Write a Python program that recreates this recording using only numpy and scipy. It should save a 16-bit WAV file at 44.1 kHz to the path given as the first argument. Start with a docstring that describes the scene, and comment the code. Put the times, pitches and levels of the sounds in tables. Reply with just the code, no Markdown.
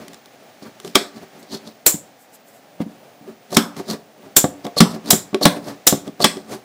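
"""A paintball marker's bolt slams home with a clack that rings the hollow plastic hopper.
Blows are short bursts of noise plus fading tones; the bolt's slides and rubbing hands are uneven noise.
The empty marker is worked by hand close to a small microphone, and gas bursts out as whistling noise.
Outdoors, a wall echoes it all, over faint rustles, a quiet far wash, a nearer hiss and a thin whine."""
import sys
import numpy as np
from scipy import signal
from scipy.fft import rfft, irfft
from scipy.io import wavfile
from scipy.ndimage import uniform_filter1d

SR = 44100
rng = np.random.default_rng(int(sys.argv[2]) if len(sys.argv) > 2 else 0)


def to_wav(s):
    """Save 16-bit WAV."""
    ch = np.atleast_2d(s).T  # columns
    pcm = np.round(np.clip(ch, -1, 1) * 32767)  # PCM
    wavfile.write(sys.argv[1], SR, pcm.astype(np.int16))


def gain_from_db(level_db):
    """Convert decibel levels to linear amplitude factors (20 dB per decade)."""
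    decades = np.asarray(level_db, float) / 20
    return 10 ** decades


N = 293020  # length in samples

# The tones (modes) that the body and hopper ring with.
# Each row: pitch in Hz, relative level in dB, basic ring time in seconds.
BODY_MODES = [(179.2, 0.5, 0.19), (220.3, 9, 0.12), (283.6, 8.5, 0.14), (366, 6, 0.026), (381.5, 5.5, 0.13),
              (442.4, -7.5, 0.13), (503.3, -3, 0.16), (589, 8, 0.056), (707, -4, 0.18), (830, -5, 0.12),
              (1135, 0.5, 0.091), (1410, -18.5, 0.066), (1640, -15, 0.15), (2050, -16.5, 0.13)]


def evened(x):
    """Scales a sound to an average strength (rms) of 1."""
    return x / np.sqrt(np.mean(x ** 2) + 1e-20)


def read(points, hz):
    """Reads a table between its points, with pitch on a log scale as we hear it."""
    f, value = np.transpose(points)
    return np.interp(np.log(hz + 1), np.log(f + 1), value)


def add(mix, s, sound):
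    """Mixes a sound in at second s."""
    part = mix[max(round(s * SR), 0):][:len(sound)]
    part += sound[:len(part)]


def noise(spectrum):
    """Random noise of rms 1, coloured by a table of level against pitch."""
    hz = np.fft.rfftfreq(N, 1 / SR)
    white_spectrum = rfft(rng.standard_normal(N))
    return evened(irfft(white_spectrum * gain_from_db(read(spectrum, hz)), N))


def resonate(x, hz, width):
    """A resonance of gain 1: shifts the pitch hz down to zero, smooths, and shifts back."""
    turn = np.exp(2j * np.pi * np.cumsum(hz * np.ones(len(x))) / SR)
    r = np.exp(-np.pi * width / SR)
    smooth = signal.lfilter([1 - r], [1, -r], x / turn + 1e-18)
    return 2 * (turn * smooth).real


def all_blows():
    """Lists blows as (s, crack dB, four mode group dB, favoured Hz, ring, brightness, crack length)."""
    # The bolt slams home. Each row: start in seconds, crack level in dB, deep modes in dB,
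    # hopper modes in dB, upper modes in dB, deep mode favoured by the grip in Hz.
    slams = [(0.9544, 12, -13.5, -8.5, -8, 286.5), (3.5685, 13.5, -3.5, -8.5, -12, 223.2),
             (4.8051, 15, 5, -4.5, -7.5, 176), (5.454, 15, 0.5, -13, 0, 185),
             (6.243, 14.5, -11.5, -11.5, -4.5, 213)]
    # The hammer strikes the valve. Each row: start in seconds, crack level in dB, crack length as a factor.
    strikes = [(1.8631, -3.5, 1.4), (4.366, 7, 1.7), (5.1062, 9.5, 1.5), (5.8731, 6.5, 2.35)]
    # Ringing after a strike, against its crack: deep, hopper, shell and clank modes, all in dB.
    strike_ring = np.array((-25, -23, -18, -31.5))
    # The bolt, blown back, thuds on its stop. Each row: start in seconds, crack level in dB,
    # deep modes in dB, other modes in dB, favoured deep mode in Hz.
    thuds = [(1.9421, -33, -16, -36, 225), (4.442, -17, -5, -0.5, 278), (5.1306, -14, -4, -7.5, 207),
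             (5.9255, -22.5, -3, -5, 215)]
    # Small parts tick. Each row: start in seconds, crack level in dB.
    ticks = [(0.0806, -32.5), (0.132, -36), (0.1433, -37), (0.2575, -40), (0.7998, -33.5), (3.6236, -27),
             (3.765, -30.5), (5.0579, -32.5), (6.493, -41)]
    # Ringing after a tick, against its crack: deep, hopper, shell and clank modes, all in dB.
    tick_ring = np.array((-17, -15.5, -24, -10.5))
    # Hands and latch knock on the body. Each row: start in seconds, crack level in dB,
    # deep modes in dB, hopper modes in dB, upper modes in dB.
    knocks = [(0.6225, -57, -34, -40, -39.5), (0.8469, -28.5, -33.5, -27, -35),
              (0.8762, -31, -36, -51, -54), (1.0106, -29, -39, -21, -30), (2.803, -46, -13.5, -50, -21),
              (2.8639, -52, -28, -47, -60), (3.2108, -56, -37.5, -56, -51),
              (3.2764, -51, -38.5, -30.5, -55.5), (3.5253, -34, -35.5, -29.5, -22.5),
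              (3.798, -35, -55.5, -23, -26.5), (4.6515, -33, -25.5, -21, -22.5),
              (4.6659, -27.5, -35.5, -37, -22), (4.7674, -40, -25, -31.5, -14.5),
              (4.9592, -47, -26, -25.5, -26.5), (5.3297, -45.5, -22.5, -28, -28),
              (5.3445, -17, -33.5, -12, -16.5), (5.4136, -31, -27.5, -21, -11),
              (6.0771, -34, -24.5, -27, -31), (6.203, -26, -29, -27, -13.5),
              (6.3694, -31, -35, -20.5, -36.5)]
    grip_hz, strike_grip_hz = 238, 247  # deep mode favoured by the usual grip, and in a strike
    # each kind of blow: ring length as a factor, brightness of the crack 0-1, crack length as a factor
    slam, thud, tick, knock = (0.94, 0.38, 0.8), (0.46, 0.12, 1.7), (0.96, 0.52, 1.9), (0.75, 0.3, 1.7)
    strike = (0.59, 0.78)  # ring length and brightness only
    # within the upper modes, one group is weaker: shell in slams, clank in thuds and knocks
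    slam_shell_db, thud_clank_db, knock_clank_db = -3.5, -8.5, -6
    hits = [(s, c, deep, hopper, up + slam_shell_db, up, hz, *slam) for s, c, deep, hopper, up, hz in slams]
    hits += [(s, c, *(c + strike_ring), strike_grip_hz, *strike, long) for s, c, long in strikes]
    hits += [(s, c, deep, up, up, up + thud_clank_db, hz, *thud) for s, c, deep, up, hz in thuds]
    hits += [(s, c, *(c + tick_ring), grip_hz, *tick) for s, c in ticks]
    hits += [(s, c, deep, hopper, up, up + knock_clank_db, grip_hz, *knock)
             for s, c, deep, hopper, up in knocks]
    return hits


def blows():
    """Each blow is a short noisy crack and rattle, and rings four groups of body modes."""
    # Colour of the crack. Each row: pitch in Hz, relative level in dB per Hz.
    crack_colour = [(880, -1), (1500, -1), (2790, -5), (3410, 4), (4640, -3), (5240, 1.5), (6660, -4),
                    (7360, -1.5), (14700, -15), (16400, -18.5)]
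    out, crack, t = np.zeros(N), np.zeros((2, N)), np.arange(SR // 2) / SR
    hz, db, t60 = np.transpose(BODY_MODES)[:, :, None]
    group = np.digitize(hz[:, 0], [320, 460, 800])  # deep, hopper, shell, clank
    hits = all_blows()
    chances = rng.standard_normal((len(hits), 2, len(BODY_MODES), 1))
    # a short random noise roughens and varies the start of each ring
    roughness = 0.015 * rng.standard_normal((len(hits), 900)) * gain_from_db(-60 * t[:900] / 0.27)
    roughness[:, 0] = 1  # keeps the plain ring as well
    for hit, (uneven, detune), rough in zip(hits, chances, roughness):
        s, crack_db, *group_db, grip_hz, ring, bright, long = hit
        level = gain_from_db(np.array(group_db)[group][:, None] + db + 1.5 * uneven)
        quick_loss = gain_from_db(-60 * t / (0.57 * t60 * ring))
        after_ring = gain_from_db(-14 - 3.8 * np.log2(hz / 200) - 60 * t / (1.3 * t60 * ring))
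        level = level * (quick_loss + after_ring)
        # the hand damps the other deep modes
        level *= gain_from_db(-14 * np.abs(np.log2(hz / grip_hz)) * (hz < 320))
        # a single low bass push, 5 ms long
        push = np.sin(np.pi * np.minimum(t / 0.005, 1))
        add(out, s, gain_from_db(group_db[0] - 25.5) * push)
        swing = 1 - np.exp(-t * hz)  # each mode swings up within about a cycle
        pitch = hz * (1 + 0.012 * detune)
        ringing = (level * swing * np.sin(2 * np.pi * pitch * t)).sum(0)
        add(out, s, signal.fftconvolve(ringing, rough))
        # a soft noise swells up in the last few milliseconds before the crack
        swell_in = gain_from_db(-60 * t[:round(0.008 * SR)][::-1] / 0.014 - 21)
        share = np.clip(bright, 0, 1)
        # hard blows rattle on, and the treble rattle dies first
        for band, weight, tail in zip(crack, (1 - share, share), (0.13, 0.09)):
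            snap = gain_from_db(-60 * t / (0.0072 * long))
            rattle = gain_from_db(-23 + 0.15 * crack_db - 60 * t / (tail * long))
            add(band, s - 0.007, weight * gain_from_db(crack_db + 3) * np.r_[swell_in, snap + rattle])
    hard = noise(crack_colour)
    hard = signal.sosfilt(signal.butter(2, 800, "highpass", fs=SR, output="sos"), hard)
    dull = signal.sosfiltfilt(signal.butter(2, 4600, fs=SR, output="sos"), hard)
    return out + crack[0] * evened(dull) + crack[1] * evened(hard - dull)


def strokes():
    """Scrape, rumble and squeak gain in time: a slide speeds up then brakes, a rub swells and fades."""
    # The bolt runs along its track. Each row: start in seconds, end in seconds, scrape in dB,
    # rumble in the body in dB, squeak in dB.
    slides = [(3.532, 3.561, -21.5, -24.5, -29.5), (4.762, 4.797, -16.5, -23.5, -9.5),
              (5.037, 5.103, -39.5, -23, -34), (5.408, 5.448, -17.5, -20, -12.5),
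              (6.193, 6.236, -22, -19, -19)]
    # Hands and parts rub on the body. Each row: strongest moment in seconds, length in seconds,
    # scrape in dB, rumble in the body in dB, squeak in dB.
    rub_rows = [(0.016, 0.17, -71, -35, -62), (0.14, 0.1, -75, -46, -54), (0.633, 0.035, -49, -54.5, -43.5),
                (0.668, 0.11, -75, -34, -63), (0.873, 0.12, -41.5, -37, -68),
                (1.025, 0.17, -54, -38.5, -39), (1.171, 0.08, -56, -34, -49),
                (1.231, 0.067, -62, -34.5, -60), (1.367, 0.12, -62, -43, -67),
                (1.431, 0.031, -49.5, -43.5, -67), (1.542, 0.085, -40, -26.5, -29),
                (1.678, 0.095, -54, -36, -45), (2.818, 0.05, -70, -26, -74),
                (3.294, 0.16, -61, -38.5, -82.5), (3.528, 0.048, -36, -27.5, -55),
                (3.776, 0.035, -49, -35.5, -49), (3.795, 0.069, -41, -25.5, -49),
                (3.906, 0.08, -34, -23, -30.5), (3.94, 0.079, -53, -27, -58), (4.259, 0.21, -71, -40, -76),
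                (4.649, 0.017, -73, -27.5, -34.5), (4.669, 0.054, -57, -28.5, -67),
                (4.915, 0.044, -35, -35, -41), (4.949, 0.077, -53, -25.5, -47),
                (5.568, 0.074, -51, -24, -55), (5.688, 0.14, -43.5, -24.5, -45),
                (6.073, 0.085, -49, -32, -60), (6.37, 0.16, -52, -33.5, -50), (6.53, 0.11, -36, -24.5, -65)]
    fastest = 0.65  # as a share of the run
    start_db, end_db, rumble_rise_db = -32.5, -8, 14.5
    rise, roundness, ends_db = 0.5, 1.16, -20  # share of a rub spent swelling; flatness of top; level at ends
    gains, t = np.zeros((3, N)), np.arange(N) / SR
    for start, end, scrape_db, rumble_db, squeak_db in slides:
        u = np.linspace(0, 1, round((end - start) * SR))  # progress along the run
        fade = signal.windows.tukey(len(u), 0.15)
        speed_db = np.interp(u, [0, fastest, 1], [start_db, 0, end_db])
        add(gains[0], start, fade * gain_from_db(scrape_db + speed_db))
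        add(gains[1], start, fade * gain_from_db(rumble_db + rumble_rise_db * (u - 1)))
        add(gains[2], start, fade * gain_from_db(squeak_db + speed_db))
    for s, length, *dbs in rub_rows:
        near = abs(t - s) < 2 * length
        away = np.maximum((s - t[near]) / rise, (t[near] - s) / (1 - rise)) / length
        gains[:, near] += gain_from_db(np.array(dbs)[:, None] + ends_db * away ** roundness)
    return gains


def rubs():
    """Sliding parts scrape and squeak as uneven noise, and rumble by shaking the body modes."""
    # Colour of the scrape. Each row: pitch in Hz, relative level in dB per Hz.
    scrape_colour = [(1180, -28), (2000, -14.5), (2360, -13.5), (2630, -12.5), (4080, 0), (7820, -5),
                     (13900, -12), (15500, -19.5), (16400, -54.5)]
    scrape, rumble, squeal = strokes()
    slips = gain_from_db(evened(uniform_filter1d(rng.standard_normal(N), 120)))  # stick and slip
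    # rough spots catch at random, about 350 a second, and let go within milliseconds
    catches = (rng.random(N) < 350 / SR) * rng.exponential(0.9, N)
    slips *= evened(1 + signal.lfilter([1], [1, -np.exp(-1 / (0.0015 * SR))], catches))
    white = rng.standard_normal(N)
    fast = np.clip(squeal / gain_from_db(-17.5), 0, 1)  # a hard, fast slide narrows the grit to a squeak
    grit = evened(resonate(resonate(white, 4100, 2400), 4100, 2400))
    narrow = evened(resonate(resonate(white, 4300, 450), 4300, 450))
    squeak = (1 - fast) * grit + fast * narrow
    shaken = sum(gain_from_db(db + 4.6 * np.log2(200 / hz)) * evened(resonate(white, hz, 1.6 / t60))
                 for hz, db, t60 in BODY_MODES)
    return slips * (scrape * noise(scrape_colour) + squeal * squeak) + rumble * evened(shaken)


def gas():
    """A weak leak, then the full burst of noise, dying away in uneven puffs through whistling ports."""
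    # Gas bursts. Each row: start in seconds, relative strength in dB,
    # time for the rush to fade by 60 dB in seconds, whistle against that strength in dB.
    bursts = [(1.8635, -0.5, 0.15, -5), (4.3651, -0.5, 0.13, -2.5), (5.1054, -1.5, 0.15, -6),
              (5.8691, -0.5, 0.13, -6.5)]
    # Colour of the rushing gas. Each row: pitch in Hz, relative level in dB per Hz.
    gas_colour = [(180, -61.5), (300, -4), (405, -9.5), (952, -15), (1830, -14.5), (2510, -17),
                  (6100, -15.5), (7460, -18), (14600, -5.5), (16400, -19)]
    # Barrel and valve whistles. Each row: pitch in Hz, width in Hz, level in dB.
    ports = [(7300, 300, -1.5), (7850, 550, -7)]
    flow, lingering, t = np.zeros(N), np.zeros(N), np.arange(SR // 2) / SR
    for s, db, t60, whistle_db in bursts:
        leak = np.linspace(0, 1, round(0.004 * SR))
        add(flow, s - 0.004, gain_from_db(db - 18) * leak)
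        add(flow, s, gain_from_db(db - 4.5 - 60 * t / t60))
        add(lingering, s, gain_from_db(db + whistle_db - 60 * t / (1.39 * t60)))  # the whistle fades more slowly
    puffs = gain_from_db(2.6 * evened(uniform_filter1d(rng.standard_normal(N), 70)))
    white = rng.standard_normal(N)
    whistle = sum(gain_from_db(db) * evened(resonate(white, hz, width)) for hz, width, db in ports)
    return puffs * flow * noise(gas_colour) + lingering * whistle


def wall(x):
    """Sparse echoes off wall and ground, each band dying at its own speed, in a slowly changing pattern."""
    # How long the echoes last. Each row: pitch in Hz, time to fade by 60 dB in seconds.
    echo_times = [(150, 0.38), (600, 0.44), (2500, 0.23), (8000, 0.25), (15000, 0.22)]
    # the pattern slowly blends between three random ones, so blows do not repeat the same echo
    blend_s = 0.9  # seconds for half a turn of the blend
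    taps = np.zeros((3, SR // 2))
    at = np.arange(200, SR // 2 - 20, 20)
    places = at + rng.integers(0, 20, (3, len(at)))
    signs = rng.choice([-1., 1.], (3, len(at)))
    np.put_along_axis(taps, places, signs, 1)
    hz, t, z = signal.stft(taps, SR, nperseg=256)
    fading = z * gain_from_db(-60 * t / read(echo_times, hz)[:, None])
    tails = signal.istft(fading, SR, nperseg=256)[1]
    turn = np.pi * (np.arange(N) / SR / blend_s + np.arange(3)[:, None] / 3)
    feeds = x * np.sqrt(2 / 3) * np.cos(turn)
    return signal.fftconvolve(feeds, tails / np.linalg.norm(tails[0]), axes=1).sum(0)[:N]


def rustles():
    """Short soft swells of treble noise."""
    # Faint rustles. Each row: strongest moment in seconds, length in seconds, level in dB.
    swells = [(1.4, .04, -54), (2.22, 0.11, -55), (2.348, 0.051, -46.5), (2.487, 0.066, -54),
              (2.557, 0.11, -56)]
    # Colour of the rustles. 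Each row: pitch in Hz, relative level in dB per Hz.
    rustle_colour = [(3000, -16), (5500, -9), (7800, 0), (9800, -8), (12000, -1.5), (15000, -8),
                     (16400, -30)]
    t = np.arange(N) / SR
    # half a length away from its peak, a swell is 20 dB weaker
    gain = sum(gain_from_db(db - 20 * (2 * (t - s) / length) ** 2) for s, length, db in swells)
    return noise(rustle_colour) * gain


def wash():
    """Far outdoor noise that gently wavers, a nearer hiss that comes and goes, and a thin steady whine."""
    # Colour of the far wash. Each row: pitch in Hz, relative level in dB per Hz.
    wash_colour = [(18, -83.5), (30, -34.5), (86, -33), (106, -9), (241, -4), (275, -1.5), (314, -7.5),
                   (622, -1.5), (769, -1.5), (1000, -13.5), (1140, -13), (4740, -22), (14700, -31),
                   (16400, -39)]
    # The nearer hiss over time. Each row: time in seconds, level in dB.
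    near_levels = [(0.0, -53), (0.41, -57.5), (1.11, -51.5), (1.76, -58), (3.24, -62.5), (3.81, -49.5),
                   (3.99, -62.5), (4.75, -53), (4.97, -51), (6.64, -59)]
    # Colour of the nearer hiss. Each row: pitch in Hz, relative level in dB per Hz.
    hiss_colour = [(700, -5), (1800, 3), (4000, -4.5), (6500, -6), (10000, -21)]
    # The whine, one row: pitch in Hz, width of its fuzz in Hz, level in dB.
    hz, width, whine_db = (15050, 60, -65.5)
    wash_db = -49
    t = np.arange(N) / SR
    swell = gain_from_db(1.4 * evened(uniform_filter1d(rng.standard_normal(N), 5000)))
    fuzz = evened(resonate(rng.standard_normal(N), hz, width))
    whine = np.sin(2 * np.pi * hz * t) + 0.6 * fuzz
    near = gain_from_db(np.interp(t, *np.transpose(near_levels))) * noise(hiss_colour)
    return near + gain_from_db(wash_db) * swell * noise(wash_colour) + gain_from_db(whine_db) * whine


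def scene():
    """The marker with its echoes, over the rustles and the wash."""
    marker = blows() + gas() + rubs()
    echoes = gain_from_db(-15) * wall(marker)
    return (marker + echoes + rustles() + wash())[None]


def low_pass(x):
    """Removes everything above the highest recorded frequency."""
    return signal.sosfilt(signal.butter(12, 16520, fs=SR, output="sos"), x)


def record(dry):
    """The small microphone loses deep bass and top treble; gain control ducks loud sounds; peaks clip."""
    thin = signal.sosfilt(signal.butter(2, 75, "highpass", fs=SR, output="sos"), dry)
    thin = signal.oaconvolve(thin, signal.firwin(255, 15800, fs=SR)[None], "same")
    # the origins make both averages look back only
    power_db = 10 * np.log10(abs(uniform_filter1d(thin[0] ** 2, 800, origin=399)) + 1e-12)
    fall = np.arange(N) * 109.4 / SR  # the remembered loudness falls 109.4 dB a second
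    held_db = np.maximum.accumulate(power_db + fall) - fall
    over_db = np.maximum(held_db + 31, 0)  # above -31 dB the gain comes down
    ducked = thin / gain_from_db(0.11 * uniform_filter1d(over_db, 600, origin=299))
    clipped = ducked / (1 + abs(ducked / 1.04) ** 10) ** (1 / 10)  # a short soft knee
    return low_pass(clipped)


dry = scene()
out = record(dry)
to_wav(out)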